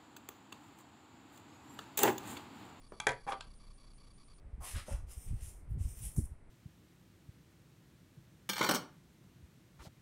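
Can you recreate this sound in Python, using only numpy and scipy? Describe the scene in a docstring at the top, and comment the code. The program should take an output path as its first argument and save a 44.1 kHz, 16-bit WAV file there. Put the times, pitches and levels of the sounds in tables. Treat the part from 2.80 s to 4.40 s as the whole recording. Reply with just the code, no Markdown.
"""In a small quiet room, scissors are laid on a wooden table: a soft touch, a tick of the blades,
then a drop and a rattle that make the wood ring. Steel tweezers are dragged off the table, scraping
in tiny slips over the grain, and click in the fingers. Under it all lie room rumble and the faint
pulsing hum and whine of a camera's electronics."""
import sys
import numpy as np
from scipy import signal
from scipy.fft import rfft, irfft, next_fast_len
from scipy.io import wavfile
from scipy.ndimage import uniform_filter1d, map_coordinates

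SR = 44100
rng = np.random.default_rng(int(sys.argv[2]) if len(sys.argv) > 2 else 0)


def master(y):
    """Save y as 16-bit WAV."""
    cut = np.clip(np.atleast_2d(y).T, -1, 1)
    pcm = np.round(cut * 32767)  # scale
    wavfile.write(sys.argv[1], SR, pcm.astype(np.int16))


N = 70560

# Levels in the tables are relative. A fade time (t60) is how long a sound takes to fall by 60 dB.
# The blades tick. Each row: start in seconds, level in dB.
BLADE_TICKS = [(0.2008, -27), (0.2155, -53)]
# The scissors land and rattle. Each row: start in seconds, wood knock in dB, steel click in dB.
BOUNCES = [(0.2685, -16.5, -26), (.2828, -36, -44), (.2906, -35, -36.5), (.2922, -25.5, -48),
           (0.3069, -36, -48), (0.3178, -41, -45), (.3305, -44, -57)]
# Soft touches on the table. Each row: start in seconds, level in dB.
SOFT_TOUCHES = [(0.1214, -45.5), (0.4673, -48), (0.657, -64.5), (0.6703, -64), (1.04, -65.5)]
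# The tweezers catch on the wood. Each row: start in seconds, scratch in dB, knock in dB.
SNAGS = [(0.521, -34, -41.5), (.5288, -43.5, -38)]
# The tweezers click in the fingers. Each row: start in seconds, level in dB.
FINGER_PINCHES = [(0.6074, -38.5), (0.6236, -54.5)]
# How hard the sliding tweezers press. Each row: time in seconds, level in dB.
SLIDE_PRESSURE = [(0.465, -71), (0.476, -41), (.486, -41), (0.494, -35), (.503, -44.5), (0.516, -41),
                  (.531, -38), (.54, -46.5), (.55, -62)]
# Tweezers and table ring together. Each row: pitch in Hz, width in Hz, level in dB.
SLIDE_RESONANCES = [(446, 22, -9.5), (548, 37, -14.5), (791, 24, 1), (928, 83, -7), (1160, 89, -9.5),
                    (1700, 130, -14), (2143, 60, -18), (2338, 71, -15.5), (3320, 52, -22), (3570, 80, -37)]

# The notes each object rings with. Each row: pitch in Hz, level in dB, fade time in seconds.
TABLE_NOTES = [(130.3, -17.5, 0.22), (263.5, -21.5, .2), (445, -1, 0.17), (516, -7, 0.15),
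               (551, -11.5, 0.12), (666, -10.5, .12), (716, -7.5, 0.16), (792, -12, 0.18),
               (868, -8.5, 0.16), (969, -8, .14), (1322, -13, 0.14), (1550, 1.5, .13), (1699, -6, 0.13),
               (1888, -2, 0.089), (2298, -12, .13), (2290, -19, .15), (3300, -9.5, 0.11)]
BLADE_NOTES = [(865, 0, 0.19), (1165, 4, 0.055), (1528, 5, 0.029), (2359, 4.5, 0.093), (2760, -6, 0.078),
               (3310, 3, 0.067), (3560, -10, .05), (6089, -18, 0.064), (8000, -27, 0.054)]
TWEEZER_NOTES = [(1577, 5, 0.076), (2510, -13, .08), (3400, 2, 0.04), (4300, 7, .06), (4500, -26, .05),
                 (5100, -21, .06)]

# The tone of each sound, from bass to treble. Each row: frequency in Hz, level in dB.
BLADE_TICK_TONE = [(60, -8), (150, -5), (300, -6.5), (500, -10.5), (860, 4), (1200, -4.5), (1550, 1.5),
                   (1800, -10), (2350, 5), (2900, -15.5), (3400, 3), (4400, -13), (6200, -6), (7900, -10),
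                   (8800, -16), (10000, -9), (12000, -37)]
WOOD_KNOCK_TONE = [(50, -8), (150, -9.5), (280, -15.5), (430, -8.5), (750, -1.5), (1250, -11), (1600, -3.5),
                   (1950, -2.5), (2450, -6), (2900, -27.5), (3350, -14.5), (4400, -19), (10000, -45.5)]
STEEL_CLICK_TONE = [(500, -12), (3000, 5), (4000, -2.5), (4700, -4), (6700, 2), (8000, -2), (8800, -8.5),
                    (10000, 2), (11000, -14), (12000, -23)]
TOUCH_TONE = [(60, -14), (150, -4.5), (260, 1), (430, -2.5), (700, -8.5), (1150, -9.5), (1800, -22.5),
              (4000, -39), (12000, -43)]
SCRATCH_TONE = [(150, -10.5), (450, -4), (1200, 1), (1900, -4), (2400, -6.5), (3300, -0.5), (4200, -11),
                (5500, -14.5), (7500, -32), (10000, -29), (12000, -42)]
LIFT_KNOCK_TONE = [(100, -15), (250, -9.5), (500, 1), (800, -5), (1150, 0), (1700, -11), (2500, -12),
                   (4000, -35), (12000, -54)]
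PINCH_TONE = [(300, -14), (800, -0.5), (1500, 4.5), (2000, -12), (2700, 4), (3300, -1), (4200, 2),
              (5200, -4.5), (6100, -13.5), (7300, -6), (8600, -10), (9600, -18), (12000, -42)]
GRIT_TONE = [(100, -11), (300, -5), (1000, 4.5), (2400, -7.5), (4500, -14), (7000, -16), (8800, -18.5),
             (10300, -12.5), (12000, -44)]
TIP_HISS_TONE = [(2000, -22), (5000, -7), (6800, -3), (8700, -4), (10200, 3), (11000, -11), (12000, -13)]
ECHO_TONE = [(100, 4.5), (500, 3), (2500, -3.5), (5000, -4.5), (11000, -1.5)]
RASP_TONE = [(300, -4), (1100, 1.5), (1700, -5.5), (3600, -6.5), (4400, 1.5), (4900, 1), (6000, -11),
             (8500, -10.5), (10300, 0), (11000, -13), (12000, -15)]
RUMBLE_TONE = [(20, 7), (45, -4.5), (100, -5), (200, -6.5), (400, -16.5), (800, -22), (1600, -28),
               (4000, -31.5), (8000, -34.5), (10500, -31.5), (12000, -58.5)]

# How long the room echoes. 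Each row: frequency in Hz, fade time in seconds.
ECHO_FADES = [(150, 0.2), (1000, 0.2), (3000, 0.21), (6000, 0.15), (11000, 0.13)]
# The notes of the hum. Each row: multiple of the camera's frame rate, level in dB.
HUM_NOTES = [(1, -46), (2, -58), (3, -60.5), (4, -59)]
# The notes of the whine. Each row: multiple of its lowest pitch, level in dB.
WHINE_NOTES = [(1, -0.5), (2, -6), (3, -8), (4, 2), (5, -11.5), (9, -6)]
# Longer gaps in the whine also swell the hum. Each row: time in seconds, gap as a share of a frame.
WHINE_GAPS = [(0, 0.23), (.12, 0.17), (.39, 0.14), (.46, .35), (.57, 0.18), (.7, 0.47), (.82, .15),
              (.9, 0.42), (1.01, 0.12), (1.1, 0.43), (1.21, 0.19), (1.3, 0.49), (1.41, .15), (1.6, .22)]
# The whine gives way to a higher whistle. Each entry: start in seconds.
WHISTLE_STARTS = [-.025, .08, .745, .936, 1.138, 1.336, 1.439, 1.54]

RING_S = 0.4  # seconds set aside for each hit to die away


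def scissors():
    """The blades tick, then the scissors drop on the table top and rattle to rest."""
    out = np.zeros(N)
    for start, db in BLADE_TICKS:
        tick = contact(BLADE_TICK_TONE, t60=0.008, push=0.41)
        add(out, start, amp(db - 8) * (tick + amp(-10.5) * ring(BLADE_NOTES)))
    for start, knock_db, click_db in BOUNCES:
        knock = contact(WOOD_KNOCK_TONE, t60=0.043, push=0.64)
        add(out, start, amp(knock_db - 7) * (knock + amp(-7.5) * ring(TABLE_NOTES)))
        add(out, start, amp(click_db - 6) * contact(STEEL_CLICK_TONE, t60=0.0075, push=0.12))
    return out


def touches():
    """Hand and handles bump dully on the wood."""
    out = np.zeros(N)
    for start, db in SOFT_TOUCHES:
        bump = contact(TOUCH_TONE, t60=0.014, push=1.5)
        tail = amp(0.5) * contact(TOUCH_TONE, t60=0.12, push=0)
        add(out, start, amp(db) * (bump + tail))
    return out


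def tweezers():
    """The tweezers slide, catch on the wood as they lift, and click in the fingers."""
    out = slide()
    for start, scratch_db, knock_db in SNAGS:
        add(out, start, amp(scratch_db - 5.5) * contact(SCRATCH_TONE, t60=0.032, push=0.17))
        add(out, start, amp(knock_db - 1.5) * contact(LIFT_KNOCK_TONE, t60=0.029, push=0.36))
    for start, db in FINGER_PINCHES:
        click = contact(PINCH_TONE, t60=0.014, push=0.081)
        add(out, start, amp(db - 5) * (click + amp(-10.5) * ring(TWEEZER_NOTES)))
    return out


def slide(fastest_s=0.503, hiss_width_s=0.012):
    """Tiny slips make tweezers and table ring; the tips hiss where the slide is fastest."""
    t = np.arange(N) / SR
    pressure = amp(np.interp(t, *np.transpose(SLIDE_PRESSURE), left=-120, right=-120))
    ringing = unit(resonant(slips(), SLIDE_RESONANCES))
    grit = amp(-11.5) * unit(coloured(slips(), GRIT_TONE))
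    swell = np.exp(-((t - fastest_s) / hiss_width_s) ** 2)
    hiss = amp(-58.5) * swell * unit(coloured(slips(), TIP_HISS_TONE))
    return pressure * (ringing + grit) + hiss


def slips(per_second=7000):
    """Steel slips over the wood grain in tiny jerks of random timing and strength."""
    return unit((rng.random(N) < per_second / SR) * rng.standard_normal(N))


def contact(tone, t60, push, hold_s=0.00336):
    """One hit: a sharp push, and a chatter that holds for a moment before it dies away."""
    t = np.arange(int(RING_S * SR)) / SR
    fade = amp(-60 * np.maximum(t - hold_s, 0) / t60)
    chatter = rng.standard_normal(len(t)) * fade
    for _ in range(3):  # even out the frequencies, then restore the fade
        spectrum = rfft(chatter)
        chatter = irfft(spectrum / np.abs(spectrum), len(t)) * np.sqrt(fade)
    chatter[0] += push
    hit = coloured(chatter, tone)
    return hit / np.linalg.norm(hit) * np.sqrt(0.005 * SR)  # as much energy as 5 ms at level 1


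def ring(notes):
    """A struck object rings with fading notes, a little differently each time."""
    t = np.arange(int(RING_S * SR)) / SR
    return sum(amp(db + rng.normal() - 60 * t / t60) * (-1) ** k * np.sin(2 * np.pi * hz * t)
               for k, (hz, db, t60) in enumerate(notes))


def room_echo(x, build_s=0.009):
    """The echo from the walls builds up briefly and dies faster in the treble."""
    hz, t, noise = signal.stft(rng.standard_normal(SR // 2), SR, nperseg=256)
    fade = amp(-60 * t / along(ECHO_FADES, hz)[:, None])
    build = 1 - np.exp(-t / build_s)
    tail = signal.istft(noise * fade * build, SR, nperseg=256)[1]
    return coloured(signal.fftconvolve(x, tail / np.linalg.norm(tail))[:N], ECHO_TONE)


def room_rumble():
    """The quiet room has a steady noise of its own, mostly deep bass."""
    return amp(-61) * unit(filtered(rng.standard_normal(N), lambda hz: amp(along(RUMBLE_TONE, hz))))


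def electronics(frame_hz=30, whistle_s=0.043):
    """The camera hums; its whine breaks off once a frame and at times jumps to a whistle."""
    t = np.arange(N) / SR
    frames = frame_hz * t - 0.851  # a gap falls on each whole number
    gap = np.interp(t, *np.transpose(WHINE_GAPS))
    outside_gap = np.abs(frames - np.round(frames)) > gap / 2
    whistling = np.any([(t > start) & (t < start + whistle_s) for start in WHISTLE_STARTS], axis=0)
    whine_on = uniform_filter1d(outside_gap * (1.0 - whistling), size=130)  # 3 ms soft edges
    whistle_on = uniform_filter1d(whistling.astype(float), size=130)
    return gap * hum(frames) + amp(-69) * whine_on * whine() + amp(-72) * whistle_on * whistle(t)


def hum(frames, waver_db=2):
    """Low notes waver at the frame rate and its multiples."""
    out = np.zeros(N)
    for k, db in HUM_NOTES:
        level = amp(db + waver_db * wobble(6))
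        out += level * np.sin(2 * np.pi * (k * frames + rng.random()) + 0.5 * wobble(10))
    return out


def whine(pitch_hz=1140.4, jitter=0.01414):
    """A thin note with a shaky pitch, mixed with raspy noise."""
    phase = 2 * np.pi * np.cumsum(pitch_hz * (1 + jitter * wobble(900))) / SR
    notes = unit(sum(amp(db) * np.sin(k * phase + wobble(200)) for k, db in WHINE_NOTES))
    rasp = amp(-3) * unit(coloured(rng.standard_normal(N), RASP_TONE))
    return notes + rasp


def whistle(t, pitch_hz=9280, flutter_hz=178):
    """A very high note that flutters fast."""
    flutter = 1.6 * np.sin(2 * np.pi * flutter_hz * t) + 0.91 * wobble(1100)
    return unit(np.sin(2 * np.pi * pitch_hz * t + flutter))


def amp(db):
    """Turn decibels into a number to multiply by."""
    return 10 ** (np.asarray(db) / 20)


def unit(x):
    """Scale a sound to an average (rms) level of 1."""
    return x / np.sqrt(np.mean(x ** 2) + 1e-20)


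def along(points, hz):
    """Read between the rows of a frequency table, giving each octave about equal room."""
    frequencies, values = np.transpose(points)
    return np.interp(np.log(hz + 1), np.log(frequencies + 1), values)


def filtered(x, response):
    """Multiply each frequency in a sound by response(hz)."""
    size = next_fast_len(len(x) + SR // 2)
    return irfft(rfft(x, size) * response(np.fft.rfftfreq(size, 1 / SR)), size)[:len(x)]


def coloured(x, tone, size=4096):
    """Shape a sound's bass and treble with a tone table."""
    cepstrum = irfft(np.log(amp(along(tone, np.fft.rfftfreq(size, 1 / SR)))))
    # Fold the filter forward in time, so nothing sounds before the hit.
    cepstrum[1:size // 2] *= 2
    cepstrum[size // 2 + 1:] = 0
    return signal.fftconvolve(x, irfft(np.exp(rfft(cepstrum))))[:len(x)]


def resonant(x, peaks):
    """Make a sound ring at the given pitches."""
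    return filtered(x, lambda hz: sum(
        (-1) ** k * amp(db) * 1j * hz * width / (pitch ** 2 - hz ** 2 + 1j * hz * width)
        for k, (pitch, width, db) in enumerate(peaks)))


def add(track, start, sound):
    """Mix a sound into the track at a start time in seconds."""
    i = max(round(start * SR), 0)
    track[i:i + len(sound)] += sound[:N - i]


def wobble(rate):
    """A smooth curve through `rate` random values a second."""
    return map_coordinates(rng.standard_normal(int(N * rate / SR) + 4), [np.arange(N) * rate / SR])


def scene():
    """Mix the tools on the table with their echo and the background."""
    tools = scissors() + touches() + tweezers()
    return (tools + room_echo(amp(-9.5) * tools) + room_rumble() + electronics())[None]


def record(dry, top_hz=12300):
    """The camera keeps none of the highest treble."""
    return filtered(dry[0], lambda hz: hz < top_hz)[None]


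dry = scene()
out = record(dry)
master(out)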